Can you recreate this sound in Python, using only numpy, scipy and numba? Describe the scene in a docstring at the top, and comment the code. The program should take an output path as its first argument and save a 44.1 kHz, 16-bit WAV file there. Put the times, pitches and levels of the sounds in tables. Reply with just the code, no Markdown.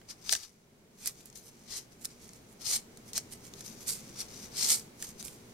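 """A short papery rasp and a burst of sharp snaps over a low ventilation rumble: two hands are winding
masking tape round a small motor, above a table in a small room, close to a camera's two microphone ports.
The crepe paper slides under the fingers in short strokes of dense micro-slips. Creases buckle and the
glue lets go with snaps that knock the motor. The table and the walls answer."""
import sys
import numpy as np
from scipy import signal
from scipy.fft import rfft, irfft, next_fast_len
from scipy.io import wavfile
from numba import njit

SR = 44100
rng = np.random.default_rng(int(sys.argv[2]) if len(sys.argv) > 2 else 0)


def store_wav(level_fs):
    """Save 16-bit WAV to argv[1]."""
    pcm = np.round(np.clip(np.atleast_2d(level_fs), -1, 1) * 32767)
    wavfile.write(sys.argv[1], SR, pcm.T.astype(np.int16))


N = 243873
TIME = np.arange(N) / SR

# the camera's automatic gain, as a set curve: it ducks the room tone after the first loud snaps,
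# then slowly recovers: time_s, relative_gain_db
BACKGROUND_GAIN = [(0, -61.5), (.33, -60.5), (.39, -67), (1.2, -61.5), (2.5, -59), (3.3, -56.5), (4.6, -54),
                   (4.9, -56.5), (5.53, -56.5)]
# air of the room: frequency_hz, gain_db
AIR_SPECTRUM = [(25, -6), (45, -9), (62, 0), (82, -5.5), (120, 1), (225, 1.5), (300, -4.5), (400, -1.5),
                (560, -9.5), (1100, -17), (1950, -21), (2190, -17.5), (2600, -22.5), (7000, -25),
                (14500, -31)]
# the part of that air which differs between the ports: frequency_hz, gain_db
AIR_WIDTH = [(40, -9), (130, -14), (280, -13), (550, -2), (2000, 1)]
# fan and mains tones, relative to the air: pitch_hz, level_db
HUM_TONES = [(120, -17.5), (220.7, -13.5), (242, -16.5)]
# colour of the left microphone port against the right: frequency_hz, difference_db
PORT_DIFFERENCE = [(200, -10), (1300, 4), (2400, -2.5), (4300, 7.5), (6500, 4.5), (8500, -9), (12000, -9.5),
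                   (15000, -13.5)]
# crack of a crease of middle size: frequency_hz, gain_db
CRACK_SPECTRUM = [(200, -32), (600, -22), (1200, -19), (2800, -7), (4400, 5.5), (8500, 7.5), (12000, -5.5),
                  (16000, -11)]
# wrapped motor and cupped hand, knocked by a snap: frequency_hz, gain_db
BODY_SPECTRUM = [(120, -30), (420, -17), (660, 1.5), (950, -21), (1450, -1), (1800, 5), (2300, -10),
                 (3200, -4.5), (5000, -28.5)]
# the clearest snaps of creases and glue; positive pan is left:
# start_s, relative_level_db, pitch_hz, crackle_decay_s, relative_body_db, pan_db
CLEAR_SNAPS = [(0.0148, -58.5, 4090, 0.00087, 6, -7), (0.2935, -22, 5050, 0.00046, -17, 11),
               (0.3246, -17, 7250, 0.0023, -24, 0), (0.3271, -18, 6900, 0.0031, -9, -1),
               (0.3345, -19, 6300, .003, -15, 2.5), (0.3516, -23.5, 5500, .0012, -9.5, 0),
               (0.4346, -41, 5300, 0.00083, -18, 9), (1.0594, -27.5, 8500, 0.00076, -19, -2),
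               (1.0741, -21.5, 9560, 0.0014, -20.5, -1.5), (1.2571, -44, 9900, 0.0014, -27, -4),
               (1.3009, -46, 7600, .0007, -22, 5), (1.3276, -50, 6500, .0009, -23, 5),
               (1.3577, -41.5, 7460, 0.001, -28, 0), (1.7347, -40, 5400, .0009, -24, 12),
               (2.0495, -33, 8000, 0.0018, -22, 3), (2.0546, -26.5, 7560, 0.00081, -24, 3.5),
               (2.2915, -43, 6200, .0009, -21, 3), (2.3341, -45, 7300, 0.001, -18, -1),
               (2.7652, -32, 7500, .0009, -21, -3), (2.9729, -42, 6920, 0.0028, -23, 0),
               (3.1328, -31.5, 6560, .0014, -30, 3), (3.1788, -20.5, 7460, 0.0011, -15.5, -3.5),
               (3.5377, -39, 5440, .0015, -13, 0), (3.6084, -36.5, 7050, 0.001, -20, 2),
               (3.8790, -36, 7580, 0.00078, -24, -6), (3.8915, -33, 7600, .001, -28, -5),
               (4.7961, -36, 8250, 0.0012, -25, 4), (5.0253, -27, 7660, .0009, -12.5, 4),
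               (5.2270, -36, 7200, 0.0006, -21, -4), (5.2505, -37, 9500, 0.0023, -27, -6.5),
               (5.2805, -41, 7960, 0.0011, -18, -4.5), (5.2824, -42, 3400, .001, -24, -5)]
# paper brushed lightly by the skin: frequency_hz, gain_db
BRUSHED_SPECTRUM = [(200, -3), (1100, -9), (2300, -4.5), (3400, -5), (4400, -1.5), (6200, 1.5), (7800, -1),
                    (9400, -2.5), (11000, -5.5), (14200, -8), (15500, -46)]
# crepe paper pulled firmly: frequency_hz, gain_db
PULLED_SPECTRUM = [(120, -19.5), (350, -15.5), (700, -15), (1150, -20), (2300, -12), (3500, -10.5),
                   (4150, -3), (6100, -1.5), (7800, -1.5), (9400, -1.5), (10300, -6), (14000, -11),
                   (16000, -32)]
# between strokes the fingers never quite rest on the paper: time_s, relative_level_db
LIGHT_TOUCH = [(0, -70), (.5, -66.5), (.7, -77), (.9, -76.5), (1.31, -68.5), (1.57, -61.5), (1.88, -71.5),
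               (2.33, -61), (2.45, -69), (3.5, -66), (4.08, -54), (4.88, -67), (5.3, -62.5), (5.53, -64)]
# finger strokes; level and ring are those at the end of the hold, crispness lifts the top treble:
# full_grip_s, hold_s, relative_level_db, attack_s, release_s, ring_hz, crispness, leftward_pan
FINGER_STROKES = [(0.101, .006, -39.5, .025, .035, 5050, -14, 1),
                  (0.323, .012, -29, .07, .055, 6050, -7, 4.5),
                  (0.431, 0.007, -45, 0.065, .05, 4930, -6, 4.5),
                  (1.009, .01, -52, .06, 0.065, 6800, -3, 1), (1.071, .005, -32, .045, .033, 7700, -8, 0),
                  (1.184, .025, -54.5, .08, .06, 7200, -5, 3.5), (1.259, .01, -54, .012, .04, 7680, 1, 1),
                  (1.355, .022, -47.5, .012, 0.046, 6420, 9, 8),
                  (1.450, .035, -55.5, .08, .03, 6000, 9, 1.5),
                  (1.712, 0.032, -40, 0.046, 0.045, 5230, -9, 5.5),
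                  (1.765, 0.013, -36, .045, .048, 6030, -7, 2.5),
                  (1.926, .005, -57, 0.027, .04, 5500, -8, 0), (2.019, .008, -53.5, .03, .04, 7400, 2, -1),
                  (2.048, 0.0056, -39, .012, .016, 7200, 1, -3),
                  (2.106, 0.0044, -54.5, .03, .06, 5460, -13, -1),
                  (2.211, .03, -54, .03, .14, 6550, -7, -3.5),
                  (2.357, .008, -56.5, .03, .025, 7000, -8, -6),
                  (2.521, .008, -61.5, .06, 0.027, 8000, 5, -5),
                  (2.614, .004, -43, .02, 0.064, 4800, -5, 4), (2.656, .012, -34, .022, 0.036, 4980, -7, 6),
                  (2.694, .066, -26.5, .05, .03, 7700, -7.5, 2), (3.086, .005, -50.5, .04, .04, 6200, 0, 0),
                  (3.135, 0.0033, -45, .004, .035, 5600, 4, 4),
                  (3.163, .016, -30, .02, .026, 6610, -13, 0.5),
                  (3.323, 0.0072, -43, 0.018, .04, 8500, -1, -1.5),
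                  (3.444, 0.024, -51, .03, .05, 6730, -5, -3), (3.601, .01, -49, .1, .04, 5830, -3, 2),
                  (3.657, .008, -44.5, .03, .13, 6200, 5, 8), (3.811, 0.02, -49, .08, .08, 6800, 1, 4.5),
                  (3.882, .01, -29, 0.02, .09, 7500, 0.5, 0.5),
                  (4.203, .008, -35, .06, .035, 5400, -11, 0.5), (4.336, .04, -47.5, .15, .08, 6200, -8, 3),
                  (4.427, 0.0087, -46.5, 0.072, .1, 5840, -6, 2),
                  (4.580, .07, -27, .045, .06, 6130, -9.5, 3.5), (4.700, .025, -22, .08, .062, 7500, -3, 1),
                  (5.026, .02, -41.5, .05, .06, 6600, -3, -0.5), (5.078, .015, -47, .04, .04, 6560, 2, 0),
                  (5.196, .01, -42, .016, .05, 6300, -1, 4.5),
                  (5.248, .005, -42.5, .025, .11, 7750, 2.5, -1)]


def undb(db):
    """Decibels to gain."""
    return 10 ** (np.asarray(db) / 20)


def unit(x):
    """Scale to rms 1."""
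    return x / np.sqrt(np.mean(x ** 2))


def per_ms(x):
    """Scale to the energy of one millisecond at rms 1."""
    energy = np.mean(np.sum(np.atleast_2d(x) ** 2, axis=1))
    return x * np.sqrt(SR / 1000 / energy)


def curve(rows):
    """Join (time_s, value) points by straight lines."""
    return np.interp(TIME, *np.transpose(rows))


def walk(per_s):
    """Random values joined by straight lines, at rms 1."""
    return unit(np.interp(TIME * per_s, np.arange(N // 40), rng.standard_normal(N // 40)))


def sides(pan_db):
    """Left and right gains of constant total power."""
    gains = np.array([undb(pan_db / 2), undb(-pan_db / 2)])
    return gains / np.sqrt(np.mean(gains ** 2, axis=0))


def colour(x, points, power=1, size=4096):
    """Minimum-phase filter through (frequency_hz, gain_db) points."""
    hz, db = np.transpose(points)
    grid_hz = np.maximum(np.arange(size // 2 + 1) * SR / size, 1)
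    gain = undb(power * np.interp(np.log(grid_hz), np.log(hz), db))
    cepstrum = irfft(np.log(gain))
    cepstrum[1:size // 2] *= 2
    cepstrum[size // 2 + 1:] = 0
    response = irfft(np.exp(rfft(cepstrum)))
    length = next_fast_len(x.shape[-1] + size, True)
    return irfft(rfft(x, length) * rfft(response, length), length)[..., :x.shape[-1]]


@njit
def resonate(x, hz, width_hz):
    """Band-pass whose centre moves, gain 1 at the centre."""
    out, band_state, low_state = np.empty(len(x)), 0., 0.
    for i in range(len(x)):
        tuning, damping = np.tan(np.pi * hz[i] / SR), width_hz / hz[i]
        band = (band_state + tuning * (x[i] - low_state)) / (1 + tuning * (tuning + damping))
        band_state = 2 * band - band_state
        low_state += 2 * tuning * band
        out[i] = damping * band
    return out


def ventilation(gain_db):
    """Room tone: air rumble, alike at both ports in the bass, with faint wavering fan and mains tones."""
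    mid = colour(rng.standard_normal(N), AIR_SPECTRUM)
    side = colour(colour(rng.standard_normal(N), AIR_SPECTRUM), AIR_WIDTH)
    air = np.array([mid + side, mid - side]) / np.std(mid)
    hum = np.zeros(N)
    for hz, db in HUM_TONES:
        amplitude = np.sqrt(2) * undb(db + 2 * walk(4.7))
        wavering_hz = hz * (1 + 0.0092 * walk(29.93))
        hum += amplitude * np.sin(2 * np.pi * np.cumsum(wavering_hz) / SR)
    return (air + hum) * undb(curve(BACKGROUND_GAIN) + gain_db)


def room(x, table_s, table_db, t60_s, wall_db):
    """The direct sound, one bounce off the table and the short diffuse ring of the walls."""
    t = np.arange(SR // 2) / SR
    tail = rng.standard_normal((2, len(t))) * undb(-60 * t / t60_s) * np.clip(t / 0.0015, 0, 1)
    response = tail * undb(wall_db) / np.sqrt(np.sum(tail[0] ** 2))
    response[:, 0] += 1
    response[:, int(table_s * SR)] += undb(table_db)
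    return signal.fftconvolve(x, response, axes=1)[:, :N]


def microphone_ports(left, right):
    """Each port colours the close sound its own way."""
    return np.array([colour(left, PORT_DIFFERENCE, power=.5, size=256),
                     colour(right, PORT_DIFFERENCE, power=-.5, size=256)])


def hand_bounces(x):
    """Bounces off the moving fingers and palms comb the sound with shifting peaks and notches."""
    out = x
    for lag_s in (.0009, .0023):
        moving_lag_s = lag_s * (1 + .08 * walk(5))
        out = out + .25 * np.interp(TIME - moving_lag_s, TIME, x)
    return out


def small_creases(level_db, count, pitch_hz=7500, crackle_s=0.0011, body_db=-19):
    """Rows like CLEAR_SNAPS: creases give way at random, likelier and louder under harder rubbing."""
    odds = np.cumsum(undb(level_db) ** .3)
    starts = np.searchsorted(odds, rng.random(count) * odds[-1])
    return [(i / SR, level_db[i] - 3.5 - 1.5 * softness, pitch_hz * 2 ** (0.23 * facet),
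             crackle_s, body_db, 3 * turn)
            for i, (softness, facet, turn) in zip(starts, rng.standard_normal((count, 3)))]


def snaps(rows, crackle_db, ring_t60_s, ring_db, knock_s, knock_db, gain_db):
    """A crease flips: a click with a short crackle, a brief ring of the facet and a knock in the body."""
    t = np.arange(1024) / SR
    out = np.zeros((2, N + len(t)))
    for start_s, level_db, pitch_hz, crackle_s, body_db, pan_db in rows:
        # partly the same at both ports
        noise = rng.standard_normal(len(t)) + 0.94 * rng.standard_normal((2, len(t)))
        click = per_ms(1. * (t == 0))
        crackle = undb(crackle_db) * per_ms(noise * np.exp(-t / crackle_s))
        # a smaller facet shifts the whole crack upwards
        spectrum = [(hz * pitch_hz / 7000, db) for hz, db in CRACK_SPECTRUM]
        crack = per_ms(colour(click + crackle, spectrum, size=256))
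        ring = per_ms(np.sin(2 * np.pi * pitch_hz * t) * undb(-60 * t / ring_t60_s))
        # the grip damps the body within a few milliseconds
        knock = per_ms(colour(noise[:, ::-1] * np.exp(-t / knock_s), BODY_SPECTRUM, size=512))
        snap = per_ms(crack + undb(ring_db) * ring) + undb(body_db + knock_db) * knock
        start = int(start_s * SR)
        out[:, start:start + len(t)] += snap * undb(level_db + gain_db) * sides(pan_db)[:, None]
    return out[:, :N]


def grip(touch_ring_hz=6200, touch_crispness=-8.5, swell_db_per_s=55, tighten_hz_per_s=22000):
    """Each stroke rises, grows louder and higher as the tape tightens, then fades; all blend by power."""
    total = undb(curve(LIGHT_TOUCH) + 1.5 * walk(14)) ** 2
    ring_sum, crisp_sum, pan_sum = total * touch_ring_hz, total * touch_crispness, 0
    for full_grip_s, hold_s, level_db, attack_s, release_s, ring_hz, crispness, pan in FINGER_STROKES:
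        remaining_s = full_grip_s + hold_s - TIME
        slack_s = np.clip(remaining_s, 0, hold_s)
        fade = np.maximum(full_grip_s - TIME, 0) / attack_s + np.maximum(-remaining_s, 0) / release_s
        fade_db = 20 * np.minimum(fade, 10)  # attack and release each span 20 dB
        power = undb(level_db - swell_db_per_s * slack_s - fade_db) ** 2
        total += power
        ring_sum += power * (ring_hz - tighten_hz_per_s * slack_s)
        crisp_sum += power * crispness
        pan_sum += power * pan
    return 10 * np.log10(total), ring_sum / total, crisp_sum / total, pan_sum / total


def micro_slips(spectrum, count, stereo_spread):
    """Tiny clicks of uneven size; each radiates its own way, so the two ports share only a part."""
    starts = rng.integers(0, N, count)
    sizes = undb(0.5 * np.minimum(rng.exponential(size=count), 4))
    at_ports = sizes * (rng.choice([-1, 1], count) + stereo_spread * rng.standard_normal((2, count)))
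    clicks = unit(np.array([np.bincount(starts, port, N) for port in at_ports]))
    return colour(clicks, spectrum, size=512)


def sliding_paper(level_db, ring_hz, crispness, pan):
    """Crepe ridges catch and slip: dense under a firm stroke, grainy under a light touch."""
    firmness = np.clip((level_db + 49.5) / 14, 0, 1)
    brushed = micro_slips(BRUSHED_SPECTRUM, count=18000, stereo_spread=1.07)
    brushed = unit(brushed * undb(0.98 * walk(55)))  # a light touch catches and lets go unevenly
    pulled = unit(micro_slips(PULLED_SPECTRUM, count=55000, stereo_spread=1.14))
    paper = (np.sqrt(1 - firmness) * brushed + np.sqrt(firmness) * pulled) * undb(walk(220))
    # tension tunes the free span of tape
    span = np.array([resonate(port, np.clip(ring_hz, 2000, 14000), width_hz=1330.0) for port in paper])
    paper = unit(paper + undb(-4.5 - 1.6 * firmness) * span)
    # sharper slips add to the top treble
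    treble = signal.sosfiltfilt(signal.butter(2, 8500, "high", fs=SR, output="sos"), paper)
    lift = undb(0.76 * (crispness + 2.5))
    paper = (paper + (lift - 1) * treble) / np.sqrt(0.99 + 0.23 * lift ** 2)
    return paper * undb(level_db - 1.0) * sides(1.12 * pan - 1.0)


def scene():
    """Tape in the hands close to the microphone, with the small room and its ventilation behind."""
    level_db, ring_hz, crispness, pan = grip()
    tape = sliding_paper(level_db, ring_hz, crispness, pan)
    tape += snaps(CLEAR_SNAPS + small_creases(level_db, count=36), crackle_db=2.5,
                  ring_t60_s=0.0049, ring_db=-8.5, knock_s=0.003, knock_db=3.5, gain_db=-0.46)
    close = microphone_ports(hand_bounces(tape[0]), hand_bounces(tape[1]))
    return room(close, table_s=0.0045, table_db=-14, t60_s=0.23, wall_db=-17) + ventilation(gain_db=1.64)


def record(dry):
    """The camera cuts the treble steeply above 15.7 kHz."""
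    return signal.sosfilt(signal.ellip(8, .2, 70, 15700, fs=SR, output="sos"), dry)


dry = scene()
out = record(dry)
store_wav(out)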